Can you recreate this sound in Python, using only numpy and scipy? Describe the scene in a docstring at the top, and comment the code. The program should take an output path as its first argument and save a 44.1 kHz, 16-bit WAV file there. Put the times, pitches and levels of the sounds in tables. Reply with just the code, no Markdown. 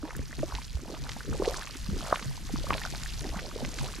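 """Hot spring in a rocky basin

Outdoors, a stereo pair of microphones close above the boiling water. Gas heaves up with a hollow
throb; each surge is a swarm of bubbles, most swarms rising in pitch as the gas breaks up smaller.
Big bubbles gulp and pop, spray patters back, foam fizzes, and a low rumble runs underneath."""
import sys
import numpy as np
from scipy import signal
from scipy.fft import rfft, irfft
from scipy.io import wavfile
from scipy.ndimage import uniform_filter1d

SR = 44100
rng = np.random.default_rng(int(sys.argv[2]) if len(sys.argv) > 2 else 0)


def master(y):
    """Save y as 16-bit WAV."""
    cut = np.clip(np.atleast_2d(y).T, -1, 1)
    pcm = np.round(cut * 32767)  # scale
    wavfile.write(sys.argv[1], SR, pcm.astype(np.int16))


N = 176400
PAN, PAN_SPREAD = -0.1, 0.13  # the boil sits just right of centre


def amp(db):
    """Decibels to gain."""
    return 10 ** (np.asarray(db) / 20)


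def unit(x):
    """Scales to rms 1."""
    return x / np.sqrt(np.mean(x ** 2) + 1e-20)


def level(points):
    """Gain of a (time_s, level_db) curve at every sample."""
    return amp(np.interp(np.arange(N) / SR, *np.transpose(points)))


def per_bin(points):
    """A (frequency_hz, value) table at every frequency bin."""
    hz, value = np.transpose(points)
    return np.interp(np.log(np.fft.rfftfreq(N, 1 / SR) + 1), np.log(hz + 1), value)


def colour(x, spectrum):
    """Filters x by a spectrum, at rms 1."""
    return unit(irfft(rfft(x) * amp(per_bin(spectrum)), N))


def add(mix, start_s, sound, pan=0):
    """Mixes a sound in, to the left (+) or right (-)."""
    part = mix[:, max(round(start_s * SR), 0):][:, :len(sound)]
    part += np.array([[1 + pan], [1 - pan]]) * sound[:part.shape[1]]


def impulses(per_s, spread_db, limit):
    """Randomly timed kicks of either sign, their sizes within `limit` standard deviations."""
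    size = amp(spread_db * np.clip(rng.standard_normal(N), -limit, limit))
    return size * (rng.random(N) < per_s / SR) * rng.choice([-1, 1], N)


def bubble(hz, swell, ring, delay_s=0, rise_per_cycle=0.018):
    """A bubble swells, rings and rises in pitch as it nears the surface; swell and ring are in cycles."""
    t = np.arange(int((swell + ring * 2 * np.pi) / hz * SR) + 2) / SR
    cycles = np.maximum(t - delay_s, 0) * hz
    attack = np.sin(np.pi / 2 * np.minimum(cycles / swell, 1)) ** 2
    decay = np.exp(-np.maximum(cycles - swell, 0) / ring)
    return attack * decay * np.sin(2 * np.pi * cycles * (1 + rise_per_cycle * cycles / 2))


def shower(low_hz, high_hz, per_s, spread_db, swell, ring, sizes=40, delay_spread_s=17e-6):
    """Random bubbles of many sizes, each size from its own direction."""
    out = np.zeros((2, N))
    for hz in np.geomspace(low_hz, high_hz, sizes):
        births = impulses(per_s / sizes, spread_db, limit=np.e)
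        pan, lag, sustain = rng.standard_normal(3)
        for mic, side in enumerate((1, -1)):
            grain = bubble(hz, swell, ring * np.exp(sustain / 2), max(side * lag * delay_spread_s, 0))
            gain = (1 + side * (PAN + PAN_SPREAD * pan)) * np.sqrt(hz) / np.linalg.norm(grain)
            out[mic] += gain * signal.oaconvolve(births, grain)[:N]
    return out


# How alike the noise is at the two microphones: frequency_hz, correlation
MIC_LIKENESS = [(30, 0.68), (120, 0.21), (250, 0.5), (600, 0.95), (2000, 0.68), (5000, 0.99), (9000, 1),
                (14000, .3)]

def noise(spectrum):
    """Coloured noise, partly shared by left and right."""
    left, other = rfft(rng.standard_normal((2, N)))
    alike = np.clip(per_bin(MIC_LIKENESS), -1, 1)
    right = alike * left + np.sqrt(1 - alike ** 2) * other
    return colour(irfft(np.array([left, right]), N), spectrum)


# The low end under the spring: frequency_hz, relative_db
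RUMBLE_SPECTRUM = [(10, -22.5), (25, 3), (60, -1), (85, -8), (130, -10.5), (200, -17.5), (350, -32),
                   (800, -61)]
# Its swells and dips: time_s, relative_db
RUMBLE_LEVEL = [(0, 2), (.1, -11.5), (.2, -1), (.33, -4), (.54, 0), (.7, -1), (.95, -2.5), (1.17, -0.5),
                (1.24, -6), (1.33, 5), (1.7, -7), (1.92, 5), (2.2, -6), (2.7, 4.5), (2.85, -0.5), (3.32, 4),
                (3.5, -3), (3.65, 1), (4, -1.5)]

def rumble(level_db=-40):
    """Deep noise that swells and sinks beneath the boil."""
    return amp(level_db) * level(RUMBLE_LEVEL) * noise(RUMBLE_SPECTRUM)


# Foam on the pool, from close above: frequency_hz, relative_db
FIZZ_SPECTRUM = [(150, 15), (400, -1.5), (800, -0.5), (1500, 5), (3000, 1), (5000, 0), (6500, 0),
                 (8500, -6.5), (12000, -6), (13500, -10), (15500, -37)]
# Its swells and dips: time_s, relative_db
FIZZ_LEVEL = [(0, -7), (.45, -2.5), (.57, -1), (.7, -4.5), (1.0, -3.5), (1.12, 1), (1.25, -3), (1.55, 1.5),
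              (1.68, -1.5), (1.77, -0.5), (1.92, 0), (2.08, 3), (2.42, 0), (2.62, 1.5), (2.88, 2.5),
              (3.55, -1), (3.85, 2), (4, 1.5)]

def fizz(level_db=-50, patch_db=2, flutter_db=1):
    """Foam too fine to hear as drops, breaking in small patches."""
    foam = signal.stft(noise(FIZZ_SPECTRUM), nperseg=512, noverlap=384)[2]
    _, bins, frames = foam.shape
    patches = uniform_filter1d(rng.standard_normal((frames, bins)), size=7, axis=0)
    patches = unit(uniform_filter1d(patches, size=5, axis=1)).T
    flutter = unit(uniform_filter1d(rng.standard_normal(frames), size=9))
    foam *= amp(patch_db * patches + flutter_db * flutter)
    patchy = signal.istft(foam, nperseg=512, noverlap=384)[1]
    return amp(level_db) * level(FIZZ_LEVEL) * unit(patchy[:, :N])


# Small bubbles across the pool: frequency_hz, relative_db
SIMMER_SPECTRUM = [(150, 12), (300, 4.5), (600, -3.5), (1200, -1), (2500, -9), (5000, -20)]
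# How strongly they simmer: time_s, relative_db
SIMMER_LEVEL = [(0, -1.5), (.6, -2), (.67, -19), (.78, 0), (.88, -1), (1.6, 4), (1.7, 0.5), (1.85, -6),
                (2.05, 2.5), (2.3, -1.5), (2.6, -2.5), (2.95, 2.5), (3.12, -4.5), (3.3, 2), (4, 1)]

def simmer(level_db=-50):
    """A running bed of small bubbles, each ringing briefly."""
    bubbles = shower(198.7, 2565, per_s=430, spread_db=8, swell=1.68, ring=1.33)
    return amp(level_db) * level(SIMMER_LEVEL) * colour(bubbles, SIMMER_SPECTRUM)


# Spray landing below the microphones: frequency_hz, relative_db
SPRAY_SPECTRUM = [(800, -5), (1500, -8), (3000, -2), (4500, 1.5), (6500, -2), (8500, -7.5), (12000, -13),
                  (13500, -33), (15500, -30)]
# How much of it falls: time_s, relative_db
SPRAY_LEVEL = [(0, -8.5), (.3, -6), (.47, -3.5), (.56, -2), (.7, -6), (1.0, -6), (1.11, -1.5), (1.24, -5.5),
               (1.55, 4), (1.68, -1.5), (1.92, -3.5), (2.08, 2), (2.4, -4.5), (2.62, -1), (2.78, 2.5),
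               (3.3, -1), (3.55, -2.5), (3.84, 3), (4, -4)]

def spray(patter_db=-48, ticks_db=-53.5):
    """Drops fall back: a patter of tiny bubbles, and wide-band ticks as they strike the surface."""
    bubbles = shower(1512, 14100, per_s=4500, spread_db=9, swell=2.16, ring=0.9)
    patter = amp(patter_db) * colour(bubbles, SPRAY_SPECTRUM)
    strikes = impulses(per_s=330, spread_db=9.5, limit=2)
    pan = 0.96 * rng.uniform(-1, 1, N)
    ticks = amp(ticks_db) * colour(strikes * np.array([1 + pan, 1 - pan]), SPRAY_SPECTRUM)
    return level(SPRAY_LEVEL) * (patter + ticks)


# Gas heaving up in the basin: start_s, length_s, push_db
HEAVES = [(0.115, .14, -40.5), (0.363, 0.067, -33), (0.973, 0.076, -38.5), (1.092, 0.055, -49),
          (1.248, 0.12, -35.5), (1.51, .05, -48), (1.875, 0.085, -40), (2.236, 0.086, -34),
          (2.462, 0.17, -37.5), (2.667, 0.11, -41), (2.887, 0.07, -41.5), (3.173, 0.059, -45),
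          (3.29, 0.13, -53), (3.592, .08, -38.5), (3.784, 0.051, -29.5)]
# Resonances of the hollow: pitch_hz, width_hz, gain_db
HOLLOW_MODES = [(135.2, 17.9, 5.5), (225, 31.2, -10)]

def hollow(rest_db=-53.5, right_phase_rad=2.5):
    """Each heave sets off a low two-note resonance, nearly opposite in phase at the two microphones."""
    t = np.arange(N) / SR
    push = amp(rest_db)
    for start_s, length_s, db in HEAVES:
        push += amp(db) * np.sin(np.pi * np.clip((t - start_s) / length_s, 0, 1))
    mic_phase = np.array([[0], [right_phase_rad]])
    out = np.zeros((2, N))
    for hz, width_hz, db in HOLLOW_MODES:
        damping = np.pi * width_hz / SR
        pole = np.exp(-damping)
        throb = signal.lfilter([1 - pole], [1, -pole], push)
        waver = uniform_filter1d(np.cumsum(rng.standard_normal(N)) * np.sqrt(damping), size=600)
        out += amp(db) * throb * np.sin(2 * np.pi * hz * t + waver + mic_phase)
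    return out


def snap(hz, width_cycles=0.31):
    """A film bursts: one quick swing of pressure."""
    cycles = np.arange(-1.5 / hz, 1.5 / hz, 1 / SR) * hz
    return np.sin(2 * np.pi * cycles) * np.exp(-(cycles / width_cycles) ** 2 / 2)


# Bursting films and slapping drops, close up: time_s, pitch_hz, level_db
SNAPS = [(.079, 1800, -35), (0.107, 1530, -25.5), (0.166, 1800, -41), (.166, 10900, -21.5),
         (.392, 2250, -28.5), (.5515, 3660, -18.5), (.618, 2000, -29.5), (.949, 3000, -28),
         (1.093, 4030, -20.5), (1.094, 1500, -25.5), (1.118, 3700, -22.5), (1.447, 1500, -24.5),
         (1.451, 2520, -22.5), (1.457, 4350, -19), (1.612, 2500, -25.5), (1.77, 5660, -23.5),
         (2.1588, 2340, -15.5), (2.1953, 1690, -23), (2.226, 2960, -25), (2.7055, 1700, -14),
         (2.741, 2800, -14.5), (2.7806, 2550, -20.5), (2.836, 3540, -22), (2.949, 1500, -27),
         (3.0351, 5070, -19.5), (3.21, 2480, -28.5), (3.3928, 2000, -22), (3.6491, 2200, -21),
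         (3.787, 1920, -23)]

def snaps(fleck_count=6, fleck_db=-12, spread_s=0.005, spread_oct=0.6):
    """Each burst throws a brief scatter of quieter flecks."""
    out = np.zeros((2, N))
    for time_s, hz, db in SNAPS:
        flecks = [(time_s + spread_s * abs(when), hz * 2 ** (spread_oct * pitch), db + fleck_db)
                  for when, pitch in rng.uniform(-1, 1, (fleck_count, 2))]
        for centre_s, pitch_hz, level_db in [(time_s, hz, db)] + flecks:
            pulse = snap(pitch_hz)
            add(out, centre_s - len(pulse) / SR / 2, amp(level_db) * pulse, PAN)
    return out


# Gulps just below the microphones: start_s, pitch_hz, level_db, swell_cycles, ring_cycles
GULPS = [(0.03, 278, -28, 2.3, 3), (.19, 247, -34.5, 1.1, 2.2), (.429, 570, -20, 2.6, 2.3),
         (0.431, 314, -27.5, 1.5, 2.7), (.328, 1800, -31.5, 2, 2.8), (.522, 1000, -28, 1.5, 1.9),
         (.584, 903, -30, 2.3, 2.2), (1.206, 1440, -28.5, 1.7, 1.6), (1.293, 241, -28.5, 1, 1),
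         (1.329, 1310, -29.5, 1.3, 1.6), (1.397, 361, -20.5, 1.5, 2.4), (1.421, 450, -17.5, 1.06, 1.5),
         (1.421, 980, -26, 1, 2.1), (1.4749, 430, -14, 1.9, 1.4), (1.623, 1570, -28.5, 1.4, 2.4),
         (1.888, 168, -22, 0.72, 0.92), (1.963, 253, -29.5, 1.2, 1.7), (2.123, 1160, -24, 0.71, 1.5),
         (2.126, 1110, -8, 1.04, 1.8), (2.126, 648, -10, 0.67, 1.66), (2.1408, 1034, -20.5, 1.8, 2),
         (2.495, 720, -34, 1, 1.8), (2.536, 240, -20, 1.5, 0.84), (2.668, 1090, -28.5, 1.5, 2.3),
         (2.559, 1110, -26.5, 0.71, 1.3), (2.641, 556, -30.5, 1, 2), (2.7055, 380, -24, 0.39, 0.22),
         (2.7063, 1100, -13.5, 0.34, 2.1), (2.726, 940, -20.5, .6, 1.9), (2.817, 1670, -29, 1.8, 2.2),
         (2.733, 2430, -18.5, 0.71, 1.8), (2.75, 604, -27.5, 0.55, 1.6), (2.851, 1380, -23, 1.5, 2.7),
         (3.06, 1670, -29, 1.8, 2.2), (3.361, 175, -27, 0.72, 1.1), (3.559, 444, -26.5, 1.4, 1.6),
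         (3.622, 500, -27.5, 1.4, 1.5), (3.627, 231, -27.5, 1, 2.6)]
# Deep blubs around the pool: start_s, pitch_hz, level_db, pan (+ is left)
BLUBS = [(0.189, 65.4, -30, 0.13), (.526, 47, -26.5, -0.23), (0.745, 62, -22, -.3), (1.301, 71, -27, .3),
         (1.79, 55, -32.5, -0.035), (1.919, 73.4, -25.5, 0), (2.258, 120, -26.5, .3),
         (2.69, 60.4, -28, 0.17), (3.292, 54.4, -26.5, 0.2)]

def big_bubbles():
    """Single large bubbles, each ringing for a few cycles."""
    out = np.zeros((2, N))
    for start_s, hz, db, swell, ring in GULPS:
        add(out, start_s, amp(db) * bubble(hz, swell, ring), PAN)
    for start_s, hz, db, pan in BLUBS:
        add(out, start_s, amp(db) * bubble(hz, swell=0.64, ring=1.0), pan)
    return out


# Surges at the heart of the boil: start_s, length_s, level_db, first_pitch_hz, last_pitch_hz
SURGES = [(0.016, .11, -47.5, 407, 1170), (0.141, .09, -46, 225, 333), (.37, 0.042, -40.5, 183, 310),
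          (0.443, 0.15, -51, 1010, 1120), (0.857, 0.1, -44, 366, 586), (1.004, 0.14, -53, 510, 1800),
          (1.25, .14, -41.5, 258, 530), (1.371, 0.17, -39.5, 525, 940), (1.521, 0.13, -46, 900, 1090),
          (1.881, 0.14, -41, 213, 434), (2.017, 0.18, -42, 840, 1200), (2.228, 0.055, -53.5, 304, 400),
          (2.565, 0.054, -46, 312, 428), (2.657, .1, -43, 215, 230), (2.66, .14, -46.5, 760, 760),
          (2.784, 0.1, -46, 1110, 1470), (2.902, 0.15, -66, 444, 885), (3.203, .1, -42, 319, 630),
          (3.31, .1, -44.5, 840, 1800), (3.394, 0.095, -46.5, 557, 364), (3.529, .15, -46.5, 424, 609),
          (3.715, 0.21, -47, 530, 745)]

def surges(per_s=270, spread_oct=0.538, spread_db=5, max_bubbles=80):
    """Swarms of bubbles whose pitch drifts as the gas breaks up."""
    out = np.zeros((2, N))
    for start_s, length_s, db, first_hz, last_hz in SURGES:
        swarm = np.zeros((2, N))
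        jitter = rng.random(max_bubbles)
        traits = np.clip(rng.standard_normal((max_bubbles, 4)), -2, 2)
        count = min(int(length_s * per_s), max_bubbles)
        for k, (pitch, strength, sustain, pan) in enumerate(traits[:count]):
            progress = (k + jitter[k]) / count
            hz = first_hz * (last_hz / first_hz) ** progress * 2 ** (spread_oct * pitch)
            tone = bubble(hz, swell=1.87, ring=1.17 * np.exp(sustain / 2))
            gain = amp(spread_db * strength) * np.sqrt(np.sin(np.pi * progress))
            add(swarm, start_s + progress * length_s, gain * tone, PAN + PAN_SPREAD * pan / 2)
        out += amp(db) * unit(swarm) * np.sqrt(length_s * SR / N)  # rms over the surge's own length
    return out


def basin(water, level_db=-16.5, t60_s=0.088, samples=3000):
    """Short scattered reflections from the rock rim, the first after 2 ms."""
    t = np.arange(samples) / SR
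    echoes = rng.standard_normal((2, samples)) * (rng.random((2, samples)) < 0.1)
    echoes *= amp(-60 * t / t60_s) * (t > 0.002)
    echoes /= np.linalg.norm(echoes, axis=1, keepdims=True)
    return amp(level_db) * signal.oaconvolve(water, echoes, axes=1)[:, :N]


def scene():
    """Bubbles and spray in the basin, over the hollow's throb, fizz and rumble."""
    water = simmer() + spray() + snaps() + big_bubbles() + surges()
    return rumble() + fizz() + hollow() + water + basin(water)


def record(dry, left_lag_s=1e-5, cutoff_hz=15700):
    """The left microphone hears slightly later; a steep low-pass trims the top of both channels."""
    lag = np.exp(-2j * np.pi * np.fft.rfftfreq(N, 1 / SR) * np.array([[left_lag_s], [0]]))
    at_mics = irfft(rfft(dry) * lag, N)
    lowpass = signal.firwin(511, cutoff_hz, window=("kaiser", 9), fs=SR)
    return signal.oaconvolve(at_mics, lowpass[None], "same")


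dry = scene()
out = record(dry)
master(out)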